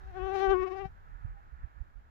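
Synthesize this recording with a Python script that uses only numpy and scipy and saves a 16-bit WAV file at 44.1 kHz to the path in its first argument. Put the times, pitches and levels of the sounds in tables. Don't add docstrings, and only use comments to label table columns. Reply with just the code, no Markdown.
import sys
import numpy as np
from scipy import signal
from scipy.fft import rfft, irfft
from scipy.io import wavfile
from scipy.ndimage import uniform_filter1d

SR = 44100
rng = np.random.default_rng(int(sys.argv[2]) if len(sys.argv) > 2 else 0)


def to_wav(s):
    ch = np.atleast_2d(s).T
    pcm = np.round(np.clip(ch, -1, 1) * 32767)
    wavfile.write(sys.argv[1], SR, pcm.astype(np.int16))


N = 92610

# frequency_hz, gain_db
RUMBLE_EQ = [(12, -9), (25, 0), (70, -2), (110, -10), (200, -25), (350, -39), (800, -77)]
# peak_s, level_db, pitch_hz, width_s, port (0 left, 1 right)
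WIND_BUMPS = [(0.088, -38, 59.9, 0.019, 0), (0.24, -29, 50, 0.017, 0), (0.547, -34.5, 60.6, .008, 0),
              (0.857, -29, 140.6, 0.0026, 0), (.89, -43, 40.25, 0.033, 0), (1.301, -39, 43, 0.021, 0),
              (1.607, -42, 40.5, 0.012, 0), (0.048, -39.5, 36, 0.022, 1), (0.498, -26, 45, 0.0093, 1),
              (0.614, -34.5, 51.7, 0.0093, 1), (1.147, -39, 39.2, 0.034, 1), (1.254, -25.5, 84, 0.0047, 1),
              (1.296, -36.5, 41.3, 0.045, 1), (1.541, -35.5, 59.5, 0.009, 1), (1.645, -27.5, 61, 0.0049, 1),
              (1.782, -38.5, 51, 0.012, 1), (1.815, -28.5, 48, 0.0053, 1), (1.97, -39, 40.3, 0.014, 1)]
RUMBLE_START_DB, GUST_DB, LULL_DB_PER_S = (-50.5, -48), 2, -5
TURBULENCE_DB, WAKE_S = -14.5, 0.009

# frequency_hz, gain_db
RUSH_EQ = [(200, -15.5), (500, -19.5), (700, -10.5), (830, -2.5), (1000, -3), (1300, 2.5), (1500, 1),
           (1720, 0.5), (2000, -8), (2500, -15), (3000, -27.5), (6000, -52.5)]
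# time_s, level_db
RUSH_LEVEL = [(0, -59), (.2, -59), (.6, -57), (.93, -65), (1.2, -60), (1.45, -63), (1.68, -61),
              (1.85, -66.5), (2.1, -68.5)]
# frequency_hz, gain_db
SHADOW_EQ = [(600, 3), (850, 4.5), (1000, -1), (1300, 0.5), (1600, -9.5), (2000, -13), (2500, -9.5)]
LEFT_LAG_S = .00046
WHINE_HZ, WHINE_DB, WHINE_PEAK_S, WHINE_WIDTH_S = 812, -60.5, 1.376, 0.021

# frequency_hz, gain_db
HISS_EQ = [(250, 1.5), (1600, -1.5), (2300, -10.5), (6000, -24), (7300, -23.5), (8500, -35), (10000, -32.5),
           (11500, -26.5), (15000, -30)]
HISS_START_DB, HISS_FADE_DB_PER_S = -66, -2.5

# time_s, pitch_hz
WINGBEAT = [(0.0, 380.8), (0.06, 376.3), (0.095, 390.2), (0.122, 359), (0.142, 352), (0.16, 378),
            (0.178, 382.8), (0.197, 365), (0.222, 373.6), (0.238, 383.5), (0.256, 378.8), (0.272, 391.9),
            (0.288, 379.7), (0.304, 374.5), (0.325, 393.7), (0.339, 387.5), (0.351, 400.7), (0.367, 380),
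            (0.382, 386), (0.401, 376.1), (0.418, 391), (0.452, 389.7), (0.482, 381.1), (0.508, 386.1),
            (0.523, 396.6), (0.549, 362.8), (0.603, 376.3), (0.626, 365), (0.65, 390.0), (0.668, 363),
            (0.697, 383.5), (0.716, 363), (0.739, 392.2), (0.75, 371.5), (0.764, 396.6), (0.786, 378.4),
            (0.814, 400.7), (0.835, 382), (0.88, 388.7)]
# time_s, fundamental_db, octave_db, fourth_db, middle_db, treble_db
BUZZ_LEVELS = [(0.0, -63, -64.5, -79, -81, -81), (0.1, -55, -49.5, -75, -70, -82),
               (0.125, -56, -53, -71.5, -71, -83.5), (0.172, -34.5, -34.5, -44, -55.5, -72.5),
               (0.2, -32, -40, -49.5, -55, -76.5), (0.27, -29, -33.5, -47, -50.5, -69.5),
               (0.335, -30, -30.5, -44.5, -51, -67.5), (0.356, -26, -26.5, -43, -45.5, -58),
               (0.395, -26.5, -31.5, -44.0, -47, -57.0), (0.425, -23.5, -24.5, -38, -44.5, -55.5),
               (0.46, -21, -24, -34.0, -43, -57.5), (0.485, -22.5, -27, -36, -46, -68.5),
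               (0.508, -18, -24, -36.0, -40.5, -54), (0.532, -15.5, -26.0, -30, -41.5, -70.5),
               (0.56, -21, -38.5, -43, -46.5, -69), (0.595, -25, -55.5, -53, -46.5, -71),
               (0.632, -23.5, -38.0, -46.0, -44.0, -62.5), (0.652, -26, -53, -53.5, -52, -75.0),
               (0.678, -31.5, -34, -52, -47, -64.5), (0.697, -37, -45, -72.5, -60.5, -74),
               (0.722, -28.5, -41.0, -65.5, -48.0, -65.5), (0.75, -35.5, -39, -64, -54, -76.5),
               (0.775, -36.5, -35, -49, -51.5, -66.5), (0.815, -34, -36.0, -52.5, -49, -70),
               (0.836, -34.5, -39.5, -64, -57.5, -77), (0.856, -39.5, -31.0, -52, -51.5, -67.5),
               (0.895, -74, -66, -77, -81.5, -89)]
# coming_db, beside_db, leaving_db
MIDDLE_TRIMS = [(0.5, -0.5, -0.5), (-6, -5, -4), (-3, -6.5, -6), (-9.5, -5.5, -14), (-11, -13, -21)]
# frequency_hz, coming_db, leaving_db
TREBLE_EQ = [(3800, 1.5, -0.5), (4260, -3.5, -7), (4550, -10, -9.5), (5300, -9.5, -5.5),
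             (6080, -8.5, -12.5), (6600, -21, -25.5), (8000, -35, -32), (11000, -42.5, -41.5)]
# frequency_hz, gain_db
SWISH_EQ = [(200, 7), (600, -12), (1100, -2), (3000, -2.5), (4500, -7.5), (6400, -9), (8500, -27),
            (12000, -17.5), (13000, -36.5)]
ARRIVES_S, CLOSEST_S, SWERVE_S = .34, 0.552, .01
PITCH_JITTER, SHIMMER_DB, TURN_DB = .002, .5, 2.5
THIRD_COMING_DB, THIRD_LEAVING_DB = -12, -9
SWISH_DB, SWISH_FOLLOW, SWISH_DEPTH = -62, 0.49, .7
FLY_RIGHT_DB = -64.5

# peak_s, level_db, width_s
RUSTLES = [(.357, -55.5, 0.016), (.398, -53, 0.011), (.535, -63, 0.012)]
# frequency_hz, gain_db
RUSTLE_EQ = [(300, -10.5), (1000, -1.5), (2200, 2), (3000, -6), (5000, -14.5), (7000, -16.5), (8500, -32.5),
             (12000, -25.5), (13000, -51)]
RUSTLE_LEFT_BOOST_DB = 3.5

HIGH_CUT_HZ = 15400


def undb(db):
    return 10 ** (np.asarray(db) / 20)


def curve(table, col=1):
    rows = np.array(table, float)
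    return np.interp(np.arange(N) / SR, rows[:, 0], rows[:, col])


def eq_gain(eq, hz, col=1):
    rows = np.array(eq, float)
    return undb(np.interp(np.log(np.maximum(hz, 1)), np.log(rows[:, 0]), rows[:, col]))


def noise(eq):
    hz = np.arange(N // 2 + 1) * SR / N
    x = irfft(rfft(rng.standard_normal(N)) * eq_gain(eq, hz), N)
    return x / x.std()


def wander(rate_hz):
    hold = max(int(SR / rate_hz), 2)
    steps = np.repeat(rng.standard_normal(N // hold + 1), hold)
    x = uniform_filter1d(uniform_filter1d(steps, hold), hold)[:N]
    return x / x.std()


def swell(peak_s, width_s):
    return np.exp(-.5 * ((np.arange(N) / SR - peak_s) / width_s) ** 2)


def wind():
    t = np.arange(N) / SR
    ports = np.array([noise(RUMBLE_EQ) * undb(db + GUST_DB * wander(12.1) + LULL_DB_PER_S * t)
                      for db in RUMBLE_START_DB])
    turbulence = undb(TURBULENCE_DB) * noise(RUMBLE_EQ)
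    for (peak_s, db, hz, width_s, port), offset in zip(WIND_BUMPS, rng.random(len(WIND_BUMPS))):
        core, wake = (undb(db) * np.exp(1 - np.hypot(1, (t - peak_s) / width))
                      for width in (width_s, width_s + WAKE_S))
        thump = core * np.cos(2 * np.pi * (hz * (t - peak_s) + offset))
        ports[int(port)] += thump + wake * turbulence
    return ports


def far_rush():
    whine_hz = WHINE_HZ * (1 + .012 * wander(60.1))
    whine_level = undb(WHINE_DB + 1.1 * wander(16.2)) * swell(WHINE_PEAK_S, WHINE_WIDTH_S)
    whine = whine_level * np.sin(2 * np.pi * np.cumsum(whine_hz) / SR)
    right = noise(RUSH_EQ) * undb(curve(RUSH_LEVEL) + wander(25)) + whine
    hz = np.arange(N // 2 + 1) * SR / N
    delay = np.exp(-2j * np.pi * hz * LEFT_LAG_S)
    left = irfft(rfft(right) * eq_gain(SHADOW_EQ, hz) * delay, N)
    return np.array([left, right])


def hiss():
    fade = undb(HISS_START_DB + HISS_FADE_DB_PER_S * np.arange(N) / SR)
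    return np.array([noise(HISS_EQ), noise(HISS_EQ)]) * fade


def fly():
    t = np.arange(N) / SR
    pitch_hz = curve(WINGBEAT) * (1 + PITCH_JITTER * wander(220))
    phase = 2 * np.pi * np.cumsum(pitch_hz) / SR
    first_db, octave_db, fourth_db, middle_db, treble_db = (curve(BUZZ_LEVELS, c) for c in range(1, 6))
    arrived, passed = ((1 + np.tanh((t - at) / SWERVE_S)) / 2 for at in (ARRIVES_S, CLOSEST_S))
    third_db = first_db + THIRD_COMING_DB * (1 - passed) + THIRD_LEAVING_DB * passed + wander(18)
    body_db = (first_db, octave_db, third_db, fourth_db)
    buzz = -sum(undb(db) * np.cos(k * phase) for k, db in enumerate(body_db, 1))
    edge = [undb(middle_db + coming * (1 - arrived) + beside * (arrived - passed) + leaving * passed)
            for coming, beside, leaving in MIDDLE_TRIMS]
    for k in range(10, 29):
        coming, leaving = (eq_gain(TREBLE_EQ, k * pitch_hz, col) for col in (1, 2))
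        edge.append(undb(treble_db) * (coming * (1 - passed) + leaving * passed))
    for k, gain in enumerate(edge, 5):
        buzz -= gain * undb(TURN_DB * wander(45)) * np.cos(k * phase + 0.44 * wander(8))
    swish_level = undb(SWISH_DB + SWISH_FOLLOW * (treble_db - treble_db.max()))
    swish = swish_level * (1 + SWISH_DEPTH * np.cos(phase)) * noise(SWISH_EQ)
    fade_out = np.clip((BUZZ_LEVELS[-1][0] - t) / 0.011, 0, 1)
    left = (buzz * undb(SHIMMER_DB * wander(200)) + swish) * fade_out
    return np.array([left, left * undb(FLY_RIGHT_DB)])


def rustle():
    envelope = sum(undb(db) * swell(peak_s, width_s) for peak_s, db, width_s in RUSTLES)
    return np.array([noise(RUSTLE_EQ) * envelope * undb(db + 1.5 * wander(240))
                     for db in (RUSTLE_LEFT_BOOST_DB, 0)])


def scene():
    return wind() + far_rush() + hiss() + fly() + rustle()


def record(dry):
    return signal.sosfilt(signal.ellip(8, .2, 70, HIGH_CUT_HZ, fs=SR, output="sos"), dry)


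dry = scene()
out = record(dry)
to_wav(out)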